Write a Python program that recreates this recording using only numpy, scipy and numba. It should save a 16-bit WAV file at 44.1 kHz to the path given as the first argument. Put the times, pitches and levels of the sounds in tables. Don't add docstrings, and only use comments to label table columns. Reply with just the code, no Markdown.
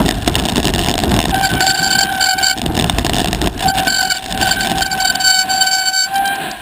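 import sys
import numpy as np
from scipy import signal
from scipy.io import wavfile
from scipy.ndimage import uniform_filter1d
from numba import njit

SR = 44100
rng = np.random.default_rng(int(sys.argv[2]) if len(sys.argv) > 2 else 0)


def inscribe(sig):
    pcm = np.round(np.clip(np.atleast_2d(sig).T, -1, 1) * 32767)
    wavfile.write(sys.argv[1], SR, pcm.astype(np.int16))


def linear_from_db(decibels):
    return 10 ** (np.asarray(decibels, float) / 20)


N = 291501


def level(x, db):
    return x * linear_from_db(db) / np.sqrt(np.mean(x ** 2))


@njit
def svf(x, hz, width_hz):
    y, band, low = np.empty(len(x)), 0., 0.
    g, k = np.tan(np.pi * hz / SR), width_hz / hz
    for i in range(len(x)):
        v = (band + g * (x[i] - low)) / (1 + g * (g + k))
        band, low, y[i] = 2 * v - band, low + 2 * g * v, k * v
    return y


def resonate(x, modes):
    return sum((-1) ** k * linear_from_db(db) * svf(x, 1. 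* hz, 1. * width_hz)
               for k, (hz, width_hz, db) in enumerate(modes))


def walk(rate_hz):
    k = int(SR / rate_hz)
    steps = np.repeat(rng.standard_normal(N // k + 1), k)
    return level(uniform_filter1d(uniform_filter1d(steps, k), k)[:N], 0)


def columns(table, outside=None):
    s, *values = np.transpose(table)
    return [np.interp(np.arange(N) / SR, s, v, outside, outside) for v in values]


def runs(table, law, size=5):
    s, db, repeats, gap_ms = np.transpose(table)[:, :, None]
    share, plus_db, step_db, scatter_db = law
    k, chance = np.arange(size + 1), rng.standard_normal((len(table), 2 * size + 2))
    at_s = s + gap_ms / 1000 * (k + .04 * (k > 0) * chance[:, ::2])
    part = np.clip(repeats + 1 - k, 0, 1)
    after_db = share * db + plus_db + step_db * k + scatter_db * chance[:, 1::2]
    after_db = after_db + 20 * np.log10(part + 1e-3)
    heard = part > .05
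    events = np.c_[at_s[heard], np.where(k > 0, after_db, db)[heard]]
    return events[np.argsort(events[:, 0])]


def bursts(events, length_s):
    s, db = np.transpose(events)
    t = np.arange(256) / SR
    envelope = np.minimum(t / .0004, 1) * np.exp(-(t / length_s) ** 3)
    shape = envelope * rng.standard_normal((len(s), len(t)))
    shape[:, 16:19] += 2.64 * np.sign(shape[:, 16:17])
    shape *= (linear_from_db(db) / np.std(shape, axis=1))[:, None]
    out = np.zeros(N + len(t))
    np.add.at(out, (s[:, None] * SR).astype(int) + np.arange(len(t)), shape)
    return out[:N]


def ring_level():
    # t/s, ring level/dB
    strokes = [
        [(1.3, -58), (1.332, -11.5), (1.48, -21), (1.498, -32), (1.64, -13.5), (1.726, -23), (2.24, -21),
         (2.52, -24.5), (2.6, -30)],
        [(3.6, -47), (3.666, -7.5), (3.686, -16), (3.716, -23.5), (3.776, -14.5), (3.922, -30.5), (4.03, -21),
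         (4.162, -30.5), (4.25, -29.5)],
        [(4.25, -29), (4.474, -18), (4.57, -29), (4.806, -13), (4.834, -29), (4.844, -28.5), (5.028, -17),
         (5.114, -29), (5.18, -26)],
        [(5.18, -23), (5.214, -18.5), (5.242, -34), (5.26, -23), (5.458, -23), (5.498, -17), (5.942, -25.5),
         (6.054, -36), (6.08, -22.5)],
        [(6.08, -30), (6.148, -14), (6.244, -15.5), (6.462, -29.5), (6.472, -49), (6.508, -27), (6.536, -26),
         (6.558, -55), (6.61, -52)],
    ]
    return np.max([columns(stroke, outside=-120) for stroke in strokes], axis=0)[0]


def ride():
    # t/s, wind level/dB, tyre rumble level/dB
    course = [(0.0, -33, -8), (0.03, -21, -20.5), (1.07, -24.5, -19), (1.1, -17, -15.5), (1.49, -30, -25.5),
              (1.54, -22, -14.5), (1.64, -37.5, -28.5), (2.47, -35, -28), (2.83, -21, -19.5),
              (3.37, -22.5, -21), (3.48, -14, -16), (3.52, -24.5, -24.5), (3.66, -28.5, -19.5),
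              (4.2, -44, -40.5), (4.36, -29, -24), (5.85, -47, -39), (6.48, -44.5, -25.5),
              (6.61, -43, -43.5)]
    # t/s, change of wind and rumble/dB, length/s
    bumps = [(0.955, -4, 0.036), (1.173, 5.5, 0.017), (1.233, -5, 0.049), (1.465, -3, 0.043),
             (2.32, -10, 0.038), (2.434, 6.5, 0.035), (2.516, -12, 0.068), (3.51, -7, 0.019),
             (3.724, -10.5, 0.018), (3.794, 5, 0.02), (4.418, 4, 0.022), (4.78, 1, 0.05),
             (4.884, -6, 0.023), (5.37, -7.5, 0.045), (5.494, 3, 0.12), (5.994, -12, 0.062)]
    wind_db, tyre_db = columns(course)
    s, db, length_s = np.transpose(bumps)[:, :, None]
    bump_db = np.sum(db * np.exp(-.5 * ((np.arange(N) / SR - s) / length_s) ** 2), axis=0)
    braking = uniform_filter1d(1. * (ring_level() > -60), size=2048)
    buzz_db = -36.5 + 7 * braking + 0.47 * (tyre_db + 22) + 1.02 * bump_db
    return wind_db + 0.89 * bump_db - .1, tyre_db + bump_db - .1, buzz_db


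def rumble(wind_db, tyre_db, shake):
    # f/Hz, level per Hz/dB
    spectrum = [(59, -33), (100, -1.5), (150, 2), (253, -2.5), (372, -5.5), (513, -24.5), (691, -10),
                (763, -7), (824, -14.5), (1400, -21), (1820, -55), (3080, -120)]
    lumps = walk(45)
    wind = svf(svf(rng.standard_normal(N), 53.5, 51.0), 62.0, 82.0)
    wind = wind * linear_from_db(0.91 * uniform_filter1d(lumps, size=512))
    hz_at, db_at = np.transpose(spectrum)
    tyres = 0
    for hz in 110 * 2 ** (np.arange(12) / 3):
        band = svf(svf(rng.standard_normal(N), hz, hz / 3), hz, hz / 2)
        calm_db = -14. * (1 - shake) * np.clip((200. - hz) / 90, 0, 1)
        lump_db = (1. + 2.3 * shake) * lumps + 1.54 * walk(14)
        tyres = tyres + linear_from_db(np.interp(np.log(hz), np.log(hz_at), db_at) + calm_db + lump_db) * band
    tyres = signal.sosfilt(signal.butter(4, 115., "high", fs=SR, output="sos"), tyres)
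    return linear_from_db(wind_db) * level(wind, 0.91) + linear_from_db(tyre_db) * level(tyres, 0.51)


def thuds(knocks):
    s, db = np.transpose(knocks)
    push = np.zeros(N)
    push[(s * SR).astype(int)] = linear_from_db(0.5 * db) * rng.standard_normal(len(s))
    return linear_from_db(31.5) * svf(svf(push, 255.0, 280.0), 255.0, 280.0)


def rattle(knocks, buzz_db, shake):
    # t/s, peak level/dB
    taps = [(1.3429, -12.5), (1.515, -18), (1.5363, -14.5), (4.2609, -25), (1.6052, -5), (1.6666, -10),
            (4.808, -15), (1.7025, -10.5), (2.0081, -12), (2.092, -27), (2.147, -23), (2.2598, -18),
            (4.182, -23), (3.7736, -26), (3.7831, -15), (3.801, -14), (3.8704, -6.5), (4.222, -34),
            (4.3235, -13.5), (4.3751, -16), (4.4133, -15), (4.4485, -25), (4.4691, -16), (4.4897, -14),
            (5.1556, -15), (4.646, -14), (4.6707, -11.5), (4.6976, -15), (4.7157, -12.5), (4.7822, -12)]
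    # t/s, peak level/dB
    creaks = [(6.1412, -26), (6.1564, -22), (6.1795, -27), (6.2554, -22), (6.2758, -22), (6.3545, -31),
              (6.5119, -21.5)]
    # f/Hz, width/Hz, level/dB
    case = [(280, 76, -3), (710.6, 79, 6.5), (1040, 145, -2), (1770, 240, -3), (2840, 278, -0.5),
            (3582, 317, 1.5), (4360, 990, -7), (5325, 490, -4)]
    # f/Hz, width/Hz, level/dB
    rubbing = [(722, 41, 8.5), (1043, 63, -0.5), (1593, 210, -0.5), (2500, 160, -4), (2780, 610, -6.5),
               (3590, 630, -5.5), (3990, 690, -6.5)]
    knock_s = .0023
    blows = bursts(knocks, knock_s) * linear_from_db(2.5) + bursts(taps, knock_s) * linear_from_db(7.5)
    chance = rng.random((1300, 2))
    small_db = -2.5 * np.log(chance[:, 1] + 1e-3)
    small = bursts(np.c_[chance[:, 0] * N / SR, small_db], 0.0034)
    patchy = linear_from_db(3 * np.minimum(walk(30), .8))
    buzz = level(resonate(small * patchy, case), 7.6)
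    rub = resonate(rng.standard_normal(N) * linear_from_db(1.3 * walk(30)), rubbing)
    scrape = level(signal.sosfilt(signal.butter(8, 4250., fs=SR, output="sos"), rub), 9.5)
    ticks = linear_from_db(11.5) * svf(svf(bursts(creaks, 0.0073), 4750.0, 1300.), 4600.0, 1800.)
    return resonate(blows, case) + linear_from_db(buzz_db) * (shake * buzz + (1 - 0.58 * shake) * scrape) + ticks


def swells():
    # t/s, peak level/dB, repeats, gap/ms
    broken = [(1.438, -15, 1.5, 16.5), (1.612, -14.5, 1.5, 15.6), (1.6674, -12.5, 3, 14.7),
              (1.747, -22.5, 1, 5.9), (1.7795, -15.5, 1.5, 16), (1.8325, -14.5, 1.5, 11.5),
              (1.8656, -15.5, 1.2, 12), (1.9107, -11.5, 2, 22.4), (1.99, -10, 2, 21.5),
              (2.212, -12.5, 2.5, 16), (2.269, -11, 2.5, 22), (2.388, -15.5, 0.1, 10),
              (2.433, -12.5, 1.5, 10.7), (2.469, -11, 2.5, 15.3), (2.5137, -18, 0.5, 16),
              (3.6874, -11.5, 0.5, 15), (3.8812, -11.5, 3, 22.4), (3.968, -12, 3.5, 21.6),
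              (4.053, -18.5, 5.5, 23.5), (4.11, -12, 1, 9.8), (4.153, -16, -1, 14.3),
              (4.4297, -12.5, 0.2, 16), (4.4771, -17, 0.5, 13), (4.516, -12, 1.5, 9.3),
              (4.611, -13, 0.5, 23), (4.8242, -10.5, 0.5, 39), (4.9176, -20, 1, 13),
              (5.0072, -10.5, 0.5, 17.8), (5.055, -10, 2, 23.4), (5.156, -15, -0.5, 11)]
    # share of the first swell's dB, offset/dB, step per repeat/dB, scatter/dB
    repeat_law = (0.79, -1.44, -0.68, 0.44)
    s, db = np.transpose(runs(broken, repeat_law))
    gap_s = np.clip(np.diff(s, append=s[-1] + .01), .009, .022)
    t, out = np.arange(N) / SR, np.full(N, 1e-6)
    for at_s, gain, gap in zip(s, linear_from_db(db), gap_s):
        near = slice(int((at_s - .04) * SR), int((at_s + .06) * SR))
        lag_s = t[near] - at_s
        out[near] += gain * np.exp(-.5 * (lag_s / np.where(lag_s < 0, .0045, 0.25 * gap)) ** 2)
    return 20 * np.log10(out)


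def squeezes():
    # t/s, length/s, bite level/dB, shriek against the bite/dB
    holds = [(1.344, .05, -18.5, -25), (1.495, 0.12, -20.5, -40), (2.044, 0.17, -23, -41),
             (2.33, 0.12, -27, -40), (5.1, 0.074, -31, -40), (4.413, 0.27, -16, -41),
             (5.207, 0.01, -14, -1), (5.248, .17, -10.5, 1.5), (5.498, 0.081, -18, 6),
             (5.613, 0.012, -7, -1), (5.67, 0.0067, -7.5, 0.5), (5.714, .13, -18, 6),
             (5.855, 0.032, -15.5, 4.5), (5.936, .11, -18, 6), (6.157, 0.013, -18.5, -40),
             (6.255, 0.077, -15, -42)]
    grab_db_s, let_go_db_s, sag_db_s = 1502, 495, 39
    s, length_s, db, shriek_db = np.transpose(holds)[:, :, None]
    lag_s = np.arange(N) / SR - s
    bite_db = db + grab_db_s * np.minimum(lag_s, 0) - sag_db_s * np.maximum(lag_s, 0)
    bite_db = bite_db - let_go_db_s * np.maximum(lag_s - length_s, 0)
    return np.max(bite_db, axis=0), np.max(bite_db + shriek_db, axis=0)


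def partials(broken_db, steady_db):
    # level at full bite/dB, slope/(dB per dB of bite), level against the ring in a slip/dB
    bite_law = [(-17, 0.5, -12.5), (-20.5, 1.03, -36)]
    full_bite_db, bite_s = -13.5, 0.035
    ring_db = ring_level()
    power = uniform_filter1d(linear_from_db(2 * broken_db), size=int(bite_s * SR)) + linear_from_db(2 * steady_db)
    bite_db = 10 * np.log10(np.abs(power) + 1e-12) - full_bite_db
    return [ring_db] + [np.maximum(db + slope * bite_db, ring_db + slip_db) for db, slope, slip_db in bite_law]


def squeal(shake):
    # t/s, f/Hz
    pitch = [(1.3, 775), (1.65, 763), (2.05, 771), (2.3, 759), (3.65, 772), (4.1, 759), (4.7, 770),
             (5.15, 763), (5.4, 755), (5.55, 762), (6.05, 759), (6.13, 784), (6.35, 791), (6.45, 768)]
    # multiple, index of its leader, level against it/dB
    followers = [(3, 1, -14.), (5, 2, -8.), (7, 3, -20.), (8, 3, -20.)]
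    follower_trim_db = [0.1, -0.7, 2, 1.5]
    # flutter/dB, smear share/0-1
    waver = [(2.8, .15), (2.8, .3), (3.5, .55), (2., .42)]
    # flutter/dB, smear share/0-1
    weak_waver = (6., .8)
    # f/Hz, width/Hz
    rotor_mode = (4520, 330)
    hz = columns(pitch)[0]
    throb = walk(60)
    broken_db = swells() - .3
    steady_db, steady_shriek_db = squeezes()
    shriek_db = np.maximum(broken_db, steady_shriek_db + 2 * throb)
    partial_db = [*partials(broken_db, steady_db), shriek_db]
    clipped_db = np.clip(broken_db, -28, -8)
    lean_db = 0.49 * (clipped_db - uniform_filter1d(clipped_db, size=SR // 16))
    jitter = (.0025 + .007 * shake ** 2) * walk(90)
    turn = 2 * np.pi * np.cumsum(hz * (1 + jitter)) / SR
    voices = list(zip((1, 2, 4, 6), partial_db, (0.64, -0.046, -2.1, -3.0), waver))
    voices += [(k, partial_db[leader], db + trim_db, weak_waver)
               for (k, leader, db), trim_db in zip(followers, follower_trim_db)]
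    out = 0
    for k, db, trim_db, (flutter_db, smear) in voices:
        flutter_db = flutter_db * (.55 + .45 * shake)
        smear = smear * (.06 + .94 * shake ** 1.6)
        rate_hz = 160 + 50 * k
        wobble = np.sqrt(1 - smear) + np.sqrt(smear / 2) * (walk(rate_hz) + 1j * walk(rate_hz))
        grip_db = flutter_db * np.minimum(.6 * throb + .8 * walk(55), 1.2) - .08 * flutter_db ** 2
        grip_db = grip_db + lean_db * (k < 6)
        out = out + np.sqrt(2) * linear_from_db(db + trim_db + grip_db) * np.imag(wobble * np.exp(1j * k * turn))
    beat_hz = 47. * (1 + .3 * walk(25))
    rival = (1 - shake) * np.sin(6 * turn - 2 * np.pi * np.cumsum(beat_hz) / SR)
    free = svf(svf(rng.standard_normal(N), *rotor_mode), rotor_mode[0], 2 * rotor_mode[1])
    return out + linear_from_db(shriek_db - 4.0) * (shake * linear_from_db(2.5) * level(free, 0) + rival)


def scene():
    # t/s, shake/0-1
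    roughness = [(0, 1), (2.6, .95), (4.9, .9), (5.25, .35), (6.05, .2), (6.35, .02), (6.61, .02)]
    # t/s, peak
    # level/dB, bounces, gap/ms
    jolts = [(.0503, -21, 1, 9.4), (.081, -11, 0, 9), (.0889, 0.5, 0, 9), (.1088, -5, -0.31, 14),
             (.2758, 1.5, -0.5, 9), (.3307, -28, 1, 10.8), (.3531, 0.5, 1, 7.6), (.3911, -15, 1, 5.9),
             (.4367, -17, 0, 9), (.4527, -7.5, 1, 5.7), (.4851, -6, 1, 12.7), (.5198, -14, 0, 9),
             (.5571, -4.5, 2, 11.4), (.6003, -10.5, 0, 9), (.6291, -10.5, 1, 14), (.6527, -2.5, 0, 9),
             (.671, -4, 2.5, 10.2), (.7366, -8, 2, 11.3), (.7807, -9, 3, 10.7), (.8235, -14, 1, 12),
             (.845, -8.5, 1.5, 14.6), (.8845, -3, 3, 9.4), (.9391, -7, 1, 14.9), (.9782, -5.5, 2, 11),
             (1.0353, -3.5, .5, 9.6), (1.117, -7, 0, 9), (1.1403, -5.5, 1, 22), (1.1891, -1.5, 5, 12.4),
             (1.254, -5, 0, 9), (1.282, -14, 1, 12),
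             (2.5665, -25, 3, 8.8), (2.6157, -9, 0, 9), (2.6612, -7.5, 0, 9), (2.751, -14, 1, 15.7),
                   (2.7751, -5, 1, 14.4), (2.7958, -3, 2, 12.9), (2.8419, -5.5, 0, 9),
                   (2.896, 0.5, 0.04, 21), (2.984, -2.5, .5, 9), (3.0465, -8, 0.5, 9.8), (3.0644, -3, 0, 9),
                   (3.0949, -4, 0.27, 9.8), (3.133, -7.5, 2, 10.6), (3.1646, -7, .5, 8.6),
                   (3.1829, -6.5, 2, 10.2), (3.216, -11, 0, 9), (3.2437, -5.5, 1, 14.5),
                   (3.273, -12, 1.1, 9.7), (3.3288, -5.5, 1, 18), (3.4152, -7, 0.54, 9),
                   (3.4722, -6.5, 0, 9), (3.4801, -2, -1, 9), (3.6068, -17, -0.5, 9)]
    # share of the first blow's dB, offset/dB, step per bounce/dB, scatter/dB
    bounce_law = (0.25, -5.5, -1.5, 1)
    wind_db, tyre_db, buzz_db = ride()
    shake = columns(roughness)[0]
    knocks = runs(jolts, bounce_law)
    background = rumble(wind_db, tyre_db, shake) + thuds(knocks)
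    return (background + rattle(knocks, buzz_db, shake) + squeal(shake))[None]


def mute_flanked_band(x):
    def band(edges_hz):
        return signal.sosfiltfilt(signal.butter(6, edges_hz, "band", fs=SR, output="sos"), x)

    gap, flank = band((11480, 12520)), band((10300, 10700))
    flank_power = uniform_filter1d(flank ** 2, size=1024)
    flanked = uniform_filter1d(gap ** 2, size=1024) < linear_from_db(-39.) * flank_power
    return x - gap * uniform_filter1d(1. * flanked, size=256)


def low_pass(x):
    return signal.sosfilt(signal.butter(12, 16360, fs=SR, output="sos"), x)


def record(dry):
    # f/Hz, width/Hz, depth/0-1
    notches = [(526, 110, 0.45), (1155, 410, 0.45), (1990, 46, 1)]
    slow_hz, hold = 12000, 4
    x = dry[0] + linear_from_db(-42.0) * rng.standard_normal(N)
    for hz, width_hz, depth in notches:
        x = x - np.clip(depth, 0, 1) * svf(x, hz, width_hz)
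    x = signal.sosfilt(signal.cheby1(4, .3, 5450., fs=SR, output="sos"), x)
    x = signal.sosfilt(signal.butter(8, 6800, fs=SR, output="sos"), x)
    slow = np.clip(signal.resample_poly(x, slow_hz * hold, SR)[::hold], -.86, .86)
    held = signal.resample_poly(np.repeat(slow, hold), SR, slow_hz * hold)[:N]
    held = signal.sosfilt(signal.cheby1(10, .3, 15100., fs=SR, output="sos"), held)
    return low_pass(np.clip(mute_flanked_band(held), -1, 1)[None])


dry = scene()
out = record(dry)
inscribe(out)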